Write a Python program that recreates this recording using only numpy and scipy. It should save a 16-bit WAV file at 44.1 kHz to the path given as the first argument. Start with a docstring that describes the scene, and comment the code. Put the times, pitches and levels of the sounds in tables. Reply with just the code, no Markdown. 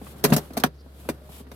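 """Opening the latches of a tool case

A hand flips open two steel latches on a hard tool case in a carpeted car boot. Each latch snaps
and its loop rattles: every hit rings the steel, clacks the lever and makes the case's panels thud.
Between the snaps, fingers tap, slide and faintly squeak on the lid.
A low hum and faint outdoor air lie beneath, with one faint airy chirp."""
import sys
import numpy as np
from scipy import signal
from scipy.fft import rfft, irfft, next_fast_len
from scipy.io import wavfile
from scipy.ndimage import map_coordinates

SR = 44100
rng = np.random.default_rng(int(sys.argv[2]) if len(sys.argv) > 2 else 0)


def store_wav(level_fs):
    """Save 16-bit WAV to argv[1]."""
    pcm = np.round(np.clip(np.atleast_2d(level_fs), -1, 1) * 32767)
    wavfile.write(sys.argv[1], SR, pcm.T.astype(np.int16))


N = 68355
BLOW_N = SR // 3  # samples in the sound of one hit
CLACK_T60 = 0.048  # a "t60" is the seconds a sound takes to fade by 60 dB

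# The tone of a mid-pitched clack. Each row: frequency in Hz, relative level in dB.
CLACK_TONE = [(150, -22.5), (450, -3.5), (750, 2), (1200, -3), (1900, -5), (4800, -22.5), (15000, -51)]
# The tone of steel's bright crack. Each row: frequency in Hz, relative level in dB.
CRACK_TONE = [(600, -34), (2000, -10.5), (4100, 3), (6300, 1.5), (7300, -3), (8400, 1), (9500, -1.5),
              (12000, 1), (15500, -5.5), (16500, -23)]
# How alike left and right sound. Each row: frequency in Hz, likeness from 0 (unrelated) to 1 (same).
STEREO_LIKENESS = [(60, 0.91), (290, 0.91), (640, 0.69), (1400, 0)]


def latches():
    """Each hit knocks one spot, shakes the case's panels, clacks the lever and rings the steel."""
    # Latch parts hitting the case. Each row: start in seconds, rise time in seconds,
    # knock pitch in Hz, then the levels of knock, panels, lever and steel in dB.
    hits = [(0.2401, 0.001, 387, -17, -21, -21.5, -17.5), (0.247, 0.0018, 445, -23, -19, -14.5, -21),
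            (0.2588, 0.0006, 208, -23, -29, -37, -33), (0.3016, 0.0011, 160, -37, -28, -63, -38.5),
            (0.3212, 0.0022, 199.6, -1, -17, -20.5, -43), (0.3264, 0.0012, 213, -16, -21, -21.5, -32),
            (0.3333, 0.0036, 630, -32, -25, -21.5, -20.5), (.364, 0.00077, 227, -14.5, -23.5, -25.5, -23.5),
            (0.378, 0.0036, 5620, -34, -26, -29.5, -30.5), (0.534, 0.00088, 150, -47, -77, -70, -48),
            (0.569, 0.0015, 688, -16.5, -35.5, -28.5, -34), (0.5738, 0.0011, 229, -16.5, -30, -29, -28.5),
            (0.5974, 0.0025, 248, -30, -59, -40, -34.5), (0.637, 0.00006, 730, -10, -18.5, -13, -24.5),
            (.660, 0.0019, 163, -31, -33, -37.5, -41), (1.0888, 0.00023, 334, -18.5, -29.5, -24.5, -35.5),
            (1.0967, 0.00031, 274, -21, -32.5, -35, -38), (1.5154, 0.00084, 3700, -49, -44, -42.5, -50)]
    # The notes the steel rings at. Each row: pitch in Hz, relative level in dB, t60 in seconds.
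    steel_notes = [(2690, -5.5, 0.093), (4280, 1.5, 0.054), (5900, -1.5, 0.063), (6600, -3, 0.06),
                   (8590, 0, 0.037), (10550, 3.5, 0.045), (11890, 5, 0.048), (12600, 3, 0.044)]
    # The notes the lever rings at. Each row: pitch in Hz, relative level in dB, t60 in seconds.
    lever_notes = [(1303, 6, 0.024), (1955, -15, 0.027), (2419, 0, 0.053)]
    out = np.zeros((2, N))
    for start, rise, knock_hz, knock_db, panel_db, lever_db, steel_db in hits:
        steel = ring(steel_notes, rise, detune=0.015)
        steel += amp(1.5) * burst(CRACK_TONE, rise, t60=0.048)
        lever = amp(-8.5) * ring(lever_notes, rise, detune=0.015)
        lever += burst(CLACK_TONE, rise, CLACK_T60)
        case = amp(knock_db) * knock(knock_hz) + amp(panel_db) * panels(rise)
        add(out, start, case + amp(lever_db) * lever + amp(steel_db) * steel)
        lead_in = amp(steel_db) * scrape(rise)
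        add(out, start - lead_in.shape[1] / SR, lead_in)
    low_cut = signal.butter(3, 82, "high", fs=SR, output="sos")  # the hits carry little below 82 Hz
    return signal.sosfilt(low_cut, out)


def knock(hz, t60=0.04, rise=0.0022):
    """The struck spot rings briefly at its own pitch."""
    t = np.arange(BLOW_N) / SR
    return np.sqrt(2) * np.sin(2 * np.pi * hz * t) * amp(-60 * t / t60) * (1 - np.exp(-t / rise))


def panels(rise):
    """The case's walls answer a hit with low ringing and a dull thud."""
    # The notes the walls ring at. Each row: pitch in Hz, relative level in dB, t60 in seconds.
    panel_notes = [(150.3, -8.5, 0.18), (199.8, -4, 0.096), (250, 1, 0.088), (318, -19, 0.17),
                   (409.2, -3, 0.086), (546, -7.5, 0.066), (651, -14, 0.067), (718, -11, 0.057),
                   (968, -13, 0.067), (1102, -20, 0.12)]
    # The tone of the thud. Each row: frequency in Hz, relative level in dB.
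    thud_tone = [(60, -44), (160, -8.5), (260, 2.5), (420, -11), (650, -0.5), (1200, -22.5), (3000, -43)]
    ringing = amp(4.5) * ring(panel_notes, rise, detune=0.005)
    return ringing + amp(1) * burst(thud_tone, rise, t60=0.028)


def scrape(rise):
    """Steel slides ever harder in the last 20 milliseconds before it lands."""
    seconds_left = np.arange(SR // 50)[::-1] / SR
    swell = np.exp(-seconds_left / (1.6 * rise))
    return amp(-14) * swell * noise(CRACK_TONE, len(seconds_left))


def finger_taps(rise=0.001):
    """Soft taps shake the panels and leave the steel still."""
    # Fingertips landing on the lid. Each row: start in seconds, panel level in dB, clack level in dB.
    taps = [(0.015, -38, -49), (.067, -66, -40), (0.505, -38, -46), (.862, -47.5, -79), (1.051, -45.5, -52),
            (1.291, -45, -66), (1.404, -44, -78), (1.468, -50, -51.5)]
    out = np.zeros((2, N))
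    for start, panel_db, clack_db in taps:
        add(out, start, amp(panel_db) * panels(rise))
        add(out, start, amp(clack_db) * burst(CLACK_TONE, rise, CLACK_T60))
    return out


def rubbing():
    """Skin hisses over the textured lid while the case shifts and murmurs under the hand."""
    # The loudness of the sliding skin. Each row: time in seconds, level in dB.
    hiss_levels = [(0, -59.5), (.045, -52), (.12, -49.5), (.155, -61), (.19, -50.5), (.23, -62), (.29, -44),
                   (.42, -51.5), (.7, -71), (.92, -64.5), (1.01, -53.5), (1.07, -55.5), (1.2, -65.5),
                   (1.29, -57), (1.335, -47), (1.41, -51), (1.455, -72.5), (1.55, -55.5)]
    # The loudness of the shifting case. Each row: time in seconds, level in dB.
    murmur_levels = [(0, -51), (.225, -45), (.27, -34.5), (.3, -31), (.39, -37.5), (.48, -49.5),
                     (.63, -37.5), (.72, -55), (.98, -54), (1.1, -46.5), (1.2, -51.5), (1.55, -52.5)]
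    # The tone of the skin's hiss. Each row: frequency in Hz, relative level in dB.
    skin_tone = [(900, -1), (1500, -8.5), (3200, -2.5), (6100, -10), (8600, -5.5), (12600, -3),
                 (15500, -17)]
    # The tone of the case's murmur. Each row: frequency in Hz, relative level in dB.
    lid_tone = [(60, -12.5), (145, 0), (250, -3), (420, -4), (620, -8), (900, -16), (1400, -15),
                (2500, -29), (15000, -50)]
    grip_db = wobble(150)
    hiss = amp(curve(hiss_levels) + grip_db) * noise(skin_tone, N)
    murmur = amp(curve(murmur_levels) + grip_db) * noise(lid_tone, N)
    return hiss + murmur


def squeaks(width=0.051):
    """A dragging fingertip catches and sings in a narrow band of noise; width is a share of its pitch."""
    # Fingertips catching on the lid. Each row: start and end in seconds, pitch in Hz, level in dB.
    catches = [(1.143, 1.334, 610, -59), (1.305, 1.378, 3300, -66)]
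    t, out = np.arange(N) / SR, np.zeros(N)
    for start, end, hz, db in catches:
        progress = np.clip((t - start) / (end - start), 0, 1)
        swell = np.sqrt(np.abs(np.sin(np.pi * progress)))
        band = filtered(rng.standard_normal(N), lambda f: 1 / (1 + (2 * (f / hz - 1) / width) ** 2))
        out += amp(db) * swell * unit(band)
    return out


def hum(hz=68.93, db=-47):
    """One low tone whose level wavers slightly."""
    level = amp(db + 0.45 * wobble(6.4))
    return np.sqrt(2) * level * np.sin(2 * np.pi * hz * np.arange(N) / SR)


def chirp():
    """A faint high chirp; a very fast random shake of its pitch makes it airy."""
    # The chirp's path. Each row: time in seconds, pitch in Hz, level in dB.
    path = [(.735, 4460, -85), (.748, 5240, -71), (.775, 6000, -72), (.787, 4400, -62), (.803, 5100, -60),
            (.82, 4480, -60.5)]
    t = np.arange(N) / SR
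    pitch = curve(path) * (1 + 0.1 * wobble(3000))
    sounding = (t > path[0][0]) & (t < path[-1][0])
    return amp(curve(path, column=2)) * np.sin(2 * np.pi * np.cumsum(pitch) / SR) * sounding


def outdoor_air():
    """A steady, faint rumble with a trace of hiss."""
    # The tone of the air. Each row: frequency in Hz, relative level in dB.
    air_tone = [(25, -77), (80, -7.5), (135, -6), (420, -45), (950, -43), (2500, -33.5), (4600, -30.5),
                (7100, -48), (15500, -51)]
    return amp(-58.5) * noise(air_tone, N)


def ring(notes, rise, detune, scatter_db=5.5):
    """A struck part rings at its own notes; each hit varies their levels and (by detune) their pitches."""
    t = np.arange(BLOW_N) / SR
    hz, db, t60 = np.transpose(notes)
    level_shift, pitch_shift, side = rng.standard_normal((3, len(hz)))
    gain = amp(db + scatter_db * level_shift) * (-1) ** np.arange(len(hz))
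    fade = (gain / np.linalg.norm(gain))[:, None] * amp(-60 * t / t60[:, None])
    phase = 2 * np.pi * (hz * (1 + detune * pitch_shift))[:, None] * t
    offset = (np.sign(side) * stereo_angle(hz))[:, None]  # high notes differ between the ears
    ears = np.array([(fade * np.sin(phase + ear * offset)).sum(0) for ear in (-1, 1)])
    return np.sqrt(2) * ears * (1 - np.exp(-t / rise))


def burst(tone, rise, t60):
    """The noisy part of a hit: one direct push, then dense vibration scattered round the boot."""
    t = np.arange(BLOW_N) / SR
    boot_tail = amp(-9 - 60 * t / 0.075)  # the boot's own short ring
    envelope = (amp(-60 * t / t60) + boot_tail) * (1 - np.exp(-t / rise))
    scattered = unit(envelope * hollowed(noise(tone, BLOW_N)))
    pulse = quickest_pulse(amp(along(tone, np.fft.rfftfreq(BLOW_N, 1 / SR))))
    push = np.interp(t - 0.0003, t, unit(pulse), left=0)  # delayed by 0.3 milliseconds
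    push_gain = amp(-7) / (1 + (rise / 0.0013) ** 2)  # weaker for a slower hit
    return unit(scattered - push_gain * push) * np.sqrt(np.mean(envelope ** 2))


def hollowed(x, depth_db=5, step_hz=300):
    """Each hit favours its own clusters of high notes and leaves hollows between them."""
    heights = rng.standard_normal(SR // step_hz)

    def gain(hz):
        bumps = np.minimum(map_coordinates(heights, [hz / step_hz]), 1)
        return amp(depth_db * np.clip(hz / 3000, 0, 1) * bumps)  # full depth from 3000 Hz up
    return filtered(x, gain)


def quickest_pulse(gain):
    """The most front-loaded pulse that has these gains across frequency (minimum phase)."""
    cepstrum = irfft(np.log(gain + 1e-9))
    cepstrum[1:BLOW_N // 2] *= 2
    cepstrum[BLOW_N // 2:] = 0
    return irfft(np.exp(rfft(cepstrum)))


def noise(tone, size):
    """Stereo noise of strength 1 with the given tone, nearly the same in both ears in the bass."""
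    def gains(hz):
        angle = stereo_angle(hz)
        return amp(along(tone, hz)) * [np.cos(angle), np.sin(angle)]
    mid, side = filtered(rng.standard_normal((2, size)), gains)
    return unit(np.array([mid + side, mid - side]))


def stereo_angle(hz):
    """How far left and right part at this frequency, as an angle; 0 means not at all."""
    return np.arccos(np.clip(along(STEREO_LIKENESS, hz), -1, 1)) / 2


def filtered(x, response):
    """Scale each frequency in x by the gain response(hz)."""
    size = x.shape[-1]
    padded = next_fast_len(size + 8192)
    return irfft(rfft(x, padded) * response(np.fft.rfftfreq(padded, 1 / SR)), padded)[..., :size]


def wobble(rate):
    """A smooth random curve through rate points a second."""
    return map_coordinates(rng.standard_normal(N // 8), [np.arange(N) * rate / SR], mode="mirror")


def curve(rows, column=1):
    """Join the points of a time table with straight lines, giving one value per sample."""
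    rows = np.array(rows)
    return np.interp(np.arange(N) / SR, rows[:, 0], rows[:, column])


def along(rows, hz):
    """Read a frequency table at hz, blending between rows on a log scale."""
    row_hz, values = np.transpose(rows)
    return np.interp(np.log(hz + 1), np.log(row_hz + 1), values)


def add(out, start, x):
    """Mix x into out, beginning at start seconds."""
    i = max(round(start * SR), 0)
    out[:, i:i + x.shape[1]] += x[:, :N - i]


def amp(db):
    """Turn decibels into a gain."""
    return 10 ** (np.asarray(db) / 20)


def unit(x):
    """Scale x to an average strength (rms) of 1."""
    return x / np.sqrt(np.mean(x ** 2) + 1e-20)


def scene():
    """The latches, the hand and the background together, in stereo."""
    return latches() + finger_taps() + rubbing() + squeaks() + hum() + chirp() + outdoor_air()


def record(dry, top_hz=16300):
    """The left microphone hears more of the highest treble; both cut off steeply above top_hz."""
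    # The microphones' balance. Each row: frequency in Hz, left level minus right level in dB.
    balance = [(1500, 0.5), (4500, -1.1), (10500, -1.5), (13000, 11)]
    split = np.array([[0.5], [-0.5]])
    return filtered(dry, lambda hz: amp(along(balance, hz) * split) / (1 + (hz / top_hz) ** 120))


dry = scene()
out = record(dry)
store_wav(out)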